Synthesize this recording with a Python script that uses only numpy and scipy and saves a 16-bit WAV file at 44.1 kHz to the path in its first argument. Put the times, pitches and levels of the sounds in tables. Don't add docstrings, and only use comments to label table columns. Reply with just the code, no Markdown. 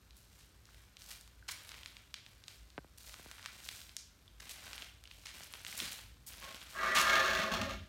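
import sys
import numpy as np
from scipy import signal
from scipy.fft import rfft, irfft, next_fast_len
from scipy.io import wavfile
from scipy.ndimage import uniform_filter1d

SR = 44100
rng = np.random.default_rng(int(sys.argv[2]) if len(sys.argv) > 2 else 0)


def transcribe(signal):
    frames = np.atleast_2d(signal).T
    limited = np.clip(frames, -1, 1)
    pcm = np.round(limited * 32767).astype(np.int16)
    wavfile.write(sys.argv[1], SR, pcm)


N = 347508

PANEL_HZ, CORE_HZ, TANK_HZ, RIM_HZ = (0, 330), (330, 1000), (1000, 2500), (2500, SR / 2)

# t/s, length/s, level/dB
EDGE_BITES = [(6.95, 0.033, -33), (7.06, .15, -43.5), (7.24, .19, -45), (7.515, 0.037, -43),
              (7.61, 0.026, -49.5), (7.69, 0.026, -49)]
# f/Hz, level/dB
GRIND_TONE = [(300, -15), (900, 3.5), (1500, -0.5), (2700, 5.5), (4200, 3), (5000, -6), (6500, -1),
              (7800, -11.5), (10500, -16.5), (14000, -15), (16000, -22)]
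def radiator():
    friction = even(grains(per_s=2500, spread_db=2.5, clump_db=1.5, clumps_per_s=160), span_s=0.035)
    dig, = pushes(EDGE_BITES, attack_s=0.0064, release_s=0.03)
    jolts = slips()
    nudge = swell(start=6.41, length=0.1, attack_s=0.038, release_s=0.038)
    core = core_ring(friction, nudge)
    tanks = tank_ring(friction, dig, jolts)
    note = resonate(resonate(friction, hz=1090, width_hz=7.3), hz=1090, width_hz=22)
    sing = from_db(-57) * nudge * even(note, span_s=0.03)
    bite = dragging(-15) + dig + jolts
    rim = from_db(-13) * through(bite * friction, ringing(RIM_HZ))
    edge = bite * colour(friction, GRIND_TONE) + rim
    echo = from_db(-7.5) * garage(edge + from_db(-12.5) * tanks)
    return core + tanks + sing + edge + echo


# t/s, level/dB
DRAG_SPEED = [(6.72, -74), (6.76, -42.5), (6.84, -32.5), (7.04, -32.5), (7.16, -27.5), (7.25, -33),
              (7.42, -37.5), (7.73, -48.5), (7.79, -63.5), (7.88, -71)]
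def dragging(offset_db):
    return from_db(offset_db + np.interp(np.arange(N) / SR, *np.transpose(DRAG_SPEED), left=-np.inf))


# t/s, relative level/dB
EDGE_SLIPS = [(6.419, -29.5), (6.832, -28), (6.878, -36), (7.069, -41), (7.095, -17), (7.155, -22),
              (7.347, -24), (7.358, -33), (7.516, -24), (7.537, -19), (7.613, -20)]
def slips(attack_s=0.0024, decay_s=0.004):
    out, t = np.zeros(N), np.arange(SR // 10) / SR
    for start, db in EDGE_SLIPS:
        add(out, start, from_db(db - 14) * np.minimum(t / attack_s, 1) * np.exp(-t / decay_s))
    return out


def core_ring(friction, nudge, lower_at_s=7.056, lowering_s=0.58, lifted_db=-13):
    load = np.clip((np.arange(N) / SR - lower_at_s) / lowering_s, 0, 1)
    flex = dragging(lifted_db * (1 - load)) + from_db(-62) * nudge
    return flex * even(sliding_notes(friction, CORE_HZ, wander_per_s=9), span_s=0.055)


def tank_ring(friction, dig, jolts):
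    drive = from_db(-1.5) * (dragging(0) + from_db(-5) * dig)
    notes = sliding_notes(friction, TANK_HZ, wander_per_s=14)
    rasp = rms_one(resonate(above(friction, hz=1050), hz=1650, width_hz=1800))
    clangs = from_db(-2) * through(friction * jolts, ringing(TANK_HZ))
    return drive * even(notes + from_db(-21) * rasp, span_s=0.041) + clangs


# f/Hz, width/Hz, level/dB
METAL_NOTES = [(168, 14, -13), (211, 14, -7), (268, 20, -15), (372, 20, -10.5), (537, 12, -3),
               (562, 12, -4.5), (625, 24, -7), (665, 14, -4), (840, 20, -17), (910, 20, -18),
               (1098, 15, 2.5), (1135, 22, -6), (1210, 26, 2.5), (1394, 20, -1), (1530, 45, -10),
               (1640, 22, 1), (1745, 15, -1), (1792, 30, -5), (1846, 15, -7), (1949, 15, -4),
               (2195, 17, -6), (2320, 25, -12), (2817, 32, -8), (3090, 40, -13), (3456, 22, -10),
               (4180, 50, -14), (5650, 400, -23)]
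def sliding_notes(friction, band, wander_per_s, wander_db=3.5):
    return rms_one(sum((-1) ** k * from_db(db + wander_db * drift(wander_per_s))
                       * resonate(friction, hz, width)
                       for k, (hz, width, db) in enumerate(METAL_NOTES) if band[0] <= hz < band[1]))


def ringing(band):
    t = np.arange(SR // 2) / SR
    return sum((-1) ** k * from_db(db) * width * np.exp(-np.pi * width * t) * np.sin(2 * np.pi * hz * t)
               for k, (hz, width, db) in enumerate(METAL_NOTES) if band[0] <= hz < band[1])


# t/s, length/s, boom level/dB, drone level/dB
BODY_ROCKS = [(6.95, 0.025, -60, -52), (7.28, 0.091, -55, -58), (7.38, 0.084, -71, -51),
              (7.51, 0.035, -49, -43.5), (7.585, 0.056, -45, -43.5), (7.67, 0.15, -49, -56)]
# f/Hz, level/dB
BOOM_TONE = [(30, -14), (42, -25), (53, 13), (66, -5), (95, 2), (120, -9.5)]
def shudder():
    boom, drone = pushes(BODY_ROCKS, attack_s=0.015, release_s=0.029)
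    body = even(colour(rng.standard_normal(N), BOOM_TONE), span_s=0.11)
    panels = even(through(rng.standard_normal(N), ringing(PANEL_HZ)), span_s=0.054)
    return (boom + dragging(-26)) * body + (drone + dragging(-24.5)) * panels


# t/s, length/s, relative grit level/dB, relative sand level/dB
SOLE_RUBS = [(.15, 0.09, -86, -72), (.3, 0.13, -78, -70), (.66, 0.14, -68.5, -73), (.98, .1, -69, -58.5),
             (1.07, 0.055, -60, -55.5), (1.49, 0.29, -59, -64), (1.75, 0.25, -71, -73),
             (2.24, 0.092, -75.5, -73.5), (2.46, 0.083, -66, -63.5), (2.98, 0.061, -69, -59),
             (3.04, 0.084, -60.5, -57.5), (3.16, 0.36, -62, -64.5), (3.52, .1, -62.5, -61),
             (3.62, 0.18, -61.5, -53), (3.82, 0.075, -72, -73), (4.4, 0.21, -56.5, -60),
             (4.62, 0.21, -54, -58.5), (5.09, 0.25, -69.5, -66), (5.33, .11, -55, -56.5),
             (5.5, .14, -57.5, -63.5), (5.65, 0.19, -54, -50), (5.77, 0.22, -55, -56),
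             (6.27, 0.14, -56.5, -59.5), (6.41, 0.14, -51, -60.5), (6.58, 0.095, -59.5, -65.5),
             (6.68, 0.1, -59, -56.5)]
# f/Hz, level/dB
GRIT_TONE = [(200, 0), (400, -7.5), (600, -1.5), (850, -3), (1300, -2), (2500, 0.5), (3800, -1),
             (5000, -7.5), (7000, -11.5)]
# f/Hz, level/dB
SAND_TONE = [(4200, -2), (6300, -3.5), (8800, -3), (10400, -9), (12500, -6.5), (14500, -8.5),
             (16000, -14.5)]
def soles():
    grit, sand = pushes(SOLE_RUBS, attack_s=0.026, release_s=0.046)
    grit, sand = grit + from_db(-72.5), sand + from_db(-73.5)
    coarse = colour(grains(per_s=3000, spread_db=5.5, clump_db=2.5, clumps_per_s=130), GRIT_TONE)
    fine = colour(grains(per_s=6000, spread_db=6, clump_db=1.5, clumps_per_s=220), SAND_TONE)
    ticks = 0
    for hz in np.geomspace(1500, 11000, 4):
        strays = grains(per_s=22, spread_db=-5, clump_db=1, clumps_per_s=12)
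        ticks += rms_one(resonate(strays, hz, 0.17 * hz))
    crunch = even(coarse, span_s=0.062) + from_db(-13) * ticks
    return from_db(-3.5) * (grit * crunch + sand * even(fine, span_s=0.047))


# t/s, length/s, level/dB, strongest f/Hz
SOLE_SKIDS = [(0.165, 0.02, -61, 7000), (0.394, 0.017, -61.5, 3720), (1.105, 0.018, -48, 4000),
              (1.479, 0.011, -47, 3200), (1.485, 0.0095, -41, 1910), (1.502, 0.019, -44.5, 5500),
              (2.975, 0.0075, -52, 7000), (3.44, 0.027, -53.5, 2140), (4.398, 0.0063, -49, 2880),
              (4.489, 0.03, -47.5, 5140), (5.255, 0.0038, -40.5, 2600), (5.265, 0.046, -52, 2760),
              (5.768, 0.021, -42.5, 7000), (5.789, 0.1, -46.5, 2900), (5.914, 0.022, -47, 9000),
              (6.264, 0.026, -49, 10000), (6.948, 0.075, -35, 4170)]
def skids(attack_s=0.0028, release_s=0.0064):
    out, t = np.zeros(N), np.arange(SR // 6) / SR
    crush = above(grains(per_s=12000, spread_db=3.5, clump_db=12.5, clumps_per_s=190), hz=534)
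    for start, length, db, hz in SOLE_SKIDS:
        grit, width = crush[round(start * SR):][:len(t)], 1.7 * hz
        pressure = np.minimum(t / attack_s, 1) * np.exp(-np.maximum(t - length, 0) / release_s)
        rasp = resonate(resonate(grit, hz, width), hz, 2 * width)
        add(out, start, from_db(db) * pressure * even(rasp + from_db(-18) * grit, span_s=0.0079))
    return out


# t/s, peak level/dB, f/Hz, width as a share of f
SAND_CRACKS = [(.108, -44, 3820, .5), (.655, -42.5, 5370, .6), (.69, -51, 1450, 0.37),
               (.969, -35, 3500, 0.59), (1.02, -36, 4630, 0.6), (1.211, -35, 7500, .65),
               (1.277, -39, 3500, 4.4), (1.426, -50.5, 1530, 0.11), (1.519, -29, 6500, 0.61),
               (1.692, -31.5, 4300, .8), (1.7177, -32, 2500, 1.2), (1.743, -36.5, 2780, 1),
               (1.833, -35.5, 3170, 0.41), (1.86, -27.5, 3600, .65), (1.968, -34.5, 2840, .8),
               (2.142, -24, 3600, 0.82), (2.264, -38.5, 2980, .8), (2.439, -38.5, 4080, .5),
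               (2.4819, -29, 4020, 0.71), (2.703, -42.5, 4200, 0.59), (3.095, -32.5, 3730, 3.9),
               (3.142, -31.5, 2000, 4), (3.314, -27.5, 3020, 5), (3.383, -38, 1650, 1.7),
               (3.395, -40, 1560, 0.95), (3.428, -37.5, 4020, .5), (3.46, -24.5, 2800, 1.9),
               (3.689, -25, 3100, 0.91), (3.816, -37, 3550, 0.37), (3.894, -38, 3500, 0.73),
               (3.967, -18.5, 6070, 0.43), (4.279, -46.5, 3420, .12), (4.732, -27, 3160, 1.5),
               (4.78, -31.5, 2920, .5), (4.822, -28.5, 3170, 0.46), (5.039, -36, 5000, 2.2),
               (5.055, -42.5, 2960, .11), (5.075, -38, 3580, .5), (5.113, -35, 3050, 0.26),
               (5.435, -34, 5400, 0.83), (5.538, -27.5, 3360, 2.8), (5.649, -28, 3600, 1.2),
               (5.666, -27.5, 3150, 0.37), (5.727, -32, 2430, .25), (5.802, -21, 3650, .4),
               (5.922, -29.5, 3470, .9), (6.616, -35, 3170, 0.35)]
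def cracks(crumble_s=0.0023, crumble_db=-23):
    out, t = np.zeros((2, N)), np.arange(SR // 80) / SR
    for start, db, hz, share in SAND_CRACKS:
        crumbs = from_db(crumble_db) * rng.standard_normal(len(t)) * np.exp(-t / crumble_s)
        burst = above(resonate(np.array([t == 0, crumbs]), hz, share * hz), hz=820)
        burst = signal.lfilter(*signal.butter(1, min(1.32 * hz, SR / 3), fs=SR), burst)
        for track, part in zip(out, burst / np.abs(burst[0]).max()):
            add(track, start, from_db(db) * part)
    return out


# t/s, relative level/dB, f/Hz above which they are muffled
SOFT_TAPS = [(2.779, -31.5, 3240), (2.786, -38.5, 1520), (2.8447, -47, 1210), (3.195, -47.5, 2030),
             (3.26, -44, 1550), (5.405, -47, 1500), (5.546, -50, 1800)]
def taps(decay_s=0.0043, turns=1.02, onset_s=0.00016):
    out, t = np.zeros(N), np.arange(SR // 30) / SR
    sweep = -np.sin(2 * np.pi * turns * np.log1p(t / onset_s)) * np.exp(-t / decay_s)
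    for start, db, hz in SOFT_TAPS:
        add(out, start, from_db(db) * signal.lfilter(*signal.butter(2, hz, fs=SR), above(sweep, hz=104)))
    hollow_ring = from_db(3) * resonate(out, hz=1550, width_hz=66)
    return out + hollow_ring


def heavy_step(start=5.805, thud_hz=165):
    thud = resonate(resonate(rng.standard_normal(N), thud_hz, width_hz=150), thud_hz, width_hz=300)
    rumble = colour(rng.standard_normal(N), BOOM_TONE)
    heel = from_db(-52.5) * swell(start, length=0.026, attack_s=0.014, release_s=0.02)
    mic_handling = from_db(-62) * swell(start, length=0.4, attack_s=0.05, release_s=0.08)
    return heel * even(thud, span_s=0.03) + mic_handling * even(rumble, span_s=0.1)


# f/Hz, t/s to fade by 60 dB
ECHO_TIMES = [(150, 0.12), (600, 0.21), (1500, 0.47), (3500, 0.5), (8000, 0.31), (15000, 0.36)]
def garage(x, build_s=0.023):
    t = np.arange(SR * 3 // 4) / SR
    white, tail = rng.standard_normal((2, len(t))), 0
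    edges_hz = 90 * 2 ** np.arange(0, 7.6, 0.5)
    for k, (low, high) in enumerate(zip(edges_hz, edges_hz[1:])):
        band = signal.sosfilt(signal.butter(2, [low, high], "band", fs=SR, output="sos"), white[k % 2])
        tail += band * np.exp(-np.log(1000) * t / at_hz(ECHO_TIMES, np.sqrt(low * high)))
    return through(x, tail * np.clip(t / build_s, 0, 1))


# f/Hz, level/dB
AIR_TONE = [(25, -18), (40, -24), (60, -4.5), (92, 4), (150, -7), (280, -12), (700, -20.5), (1500, -19),
            (2600, -30), (4200, -24), (7000, -29), (10500, -35.5), (13000, -29.5), (16000, -44)]
def room_tone(hum_hz=55.1):
    hum = resonate(resonate(rng.standard_normal(N), hum_hz, width_hz=13), hum_hz, width_hz=22)
    return from_db(-66.5) * colour(rng.standard_normal(N), AIR_TONE) + from_db(-64.5) * rms_one(hum)


def grains(per_s, spread_db, clump_db, clumps_per_s):
    sizes = from_db(spread_db * np.minimum(rng.exponential(1, N), 4)) * rng.choice([-1, 1], N)
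    breaks = rng.random(N) < per_s / SR
    return rms_one(sizes * breaks * from_db(clump_db * drift(clumps_per_s)))


def drift(per_s):
    knots = rng.standard_normal(N // 20)
    return rms_one(np.interp(np.arange(N) * per_s / SR, np.arange(len(knots)), knots))


def swell(start, length, attack_s, release_s):
    t = np.arange(N) / SR - start
    return np.clip(t / attack_s, 0, 1) * np.exp(-np.clip((t - length) / release_s, 0, 20))


def pushes(rows, attack_s, release_s):
    return sum(np.outer(from_db(levels), swell(start, length, attack_s, release_s))
               for start, length, *levels in rows)


def from_db(db):
    return 10 ** (np.asarray(db) / 20)


def rms_one(x):
    return x / np.sqrt(np.mean(x ** 2) + 1e-20)


def even(x, span_s):
    return x / np.sqrt(np.maximum(uniform_filter1d(x * x, max(int(span_s * SR), 3)), 1e-6))


def at_hz(points, hz):
    freqs, values = np.transpose(points)
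    return np.interp(np.log(hz + 1e-3), np.log(freqs), values)


def colour(x, tone):
    size = next_fast_len(N)
    hz = np.arange(size // 2 + 1) * SR / size
    skirts = np.minimum(hz / tone[0][0], 1) ** 2 * np.minimum(tone[-1][0] / (hz + 1), 1) ** 2
    return rms_one(irfft(rfft(x, size) * from_db(at_hz(tone, hz)) * skirts, size)[:N])


def resonate(x, hz, width_hz):
    hz, width_hz = min(hz, SR / 3), min(width_hz, SR / 3)
    return signal.lfilter(*signal.iirpeak(hz, hz / width_hz, fs=SR), x)


def above(x, hz):
    return signal.sosfilt(signal.butter(2, hz, "high", fs=SR, output="sos"), x)


def through(x, response):
    return signal.fftconvolve(x, response / np.linalg.norm(response))[:N]


def add(out, start_s, sound):
    start = max(round(start_s * SR), 0)
    out[start:start + len(sound)] += sound[:max(N - start, 0)]


def scene():
    rubbing = soles() + skids()
    snaps, crumbs = cracks()
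    echo = from_db(-7.5) * garage(rubbing + snaps)
    floor = rubbing + snaps + crumbs + echo
    return (floor + taps() + heavy_step() + radiator() + shudder() + room_tone())[None]


def record(dry, low_hz=40, high_hz=16000):
    thin = signal.sosfilt(signal.butter(5, low_hz, "high", fs=SR, output="sos"), dry)
    return signal.sosfilt(signal.ellip(10, 0.1, 80, high_hz, fs=SR, output="sos"), thin)


dry = scene()
out = record(dry)
transcribe(out)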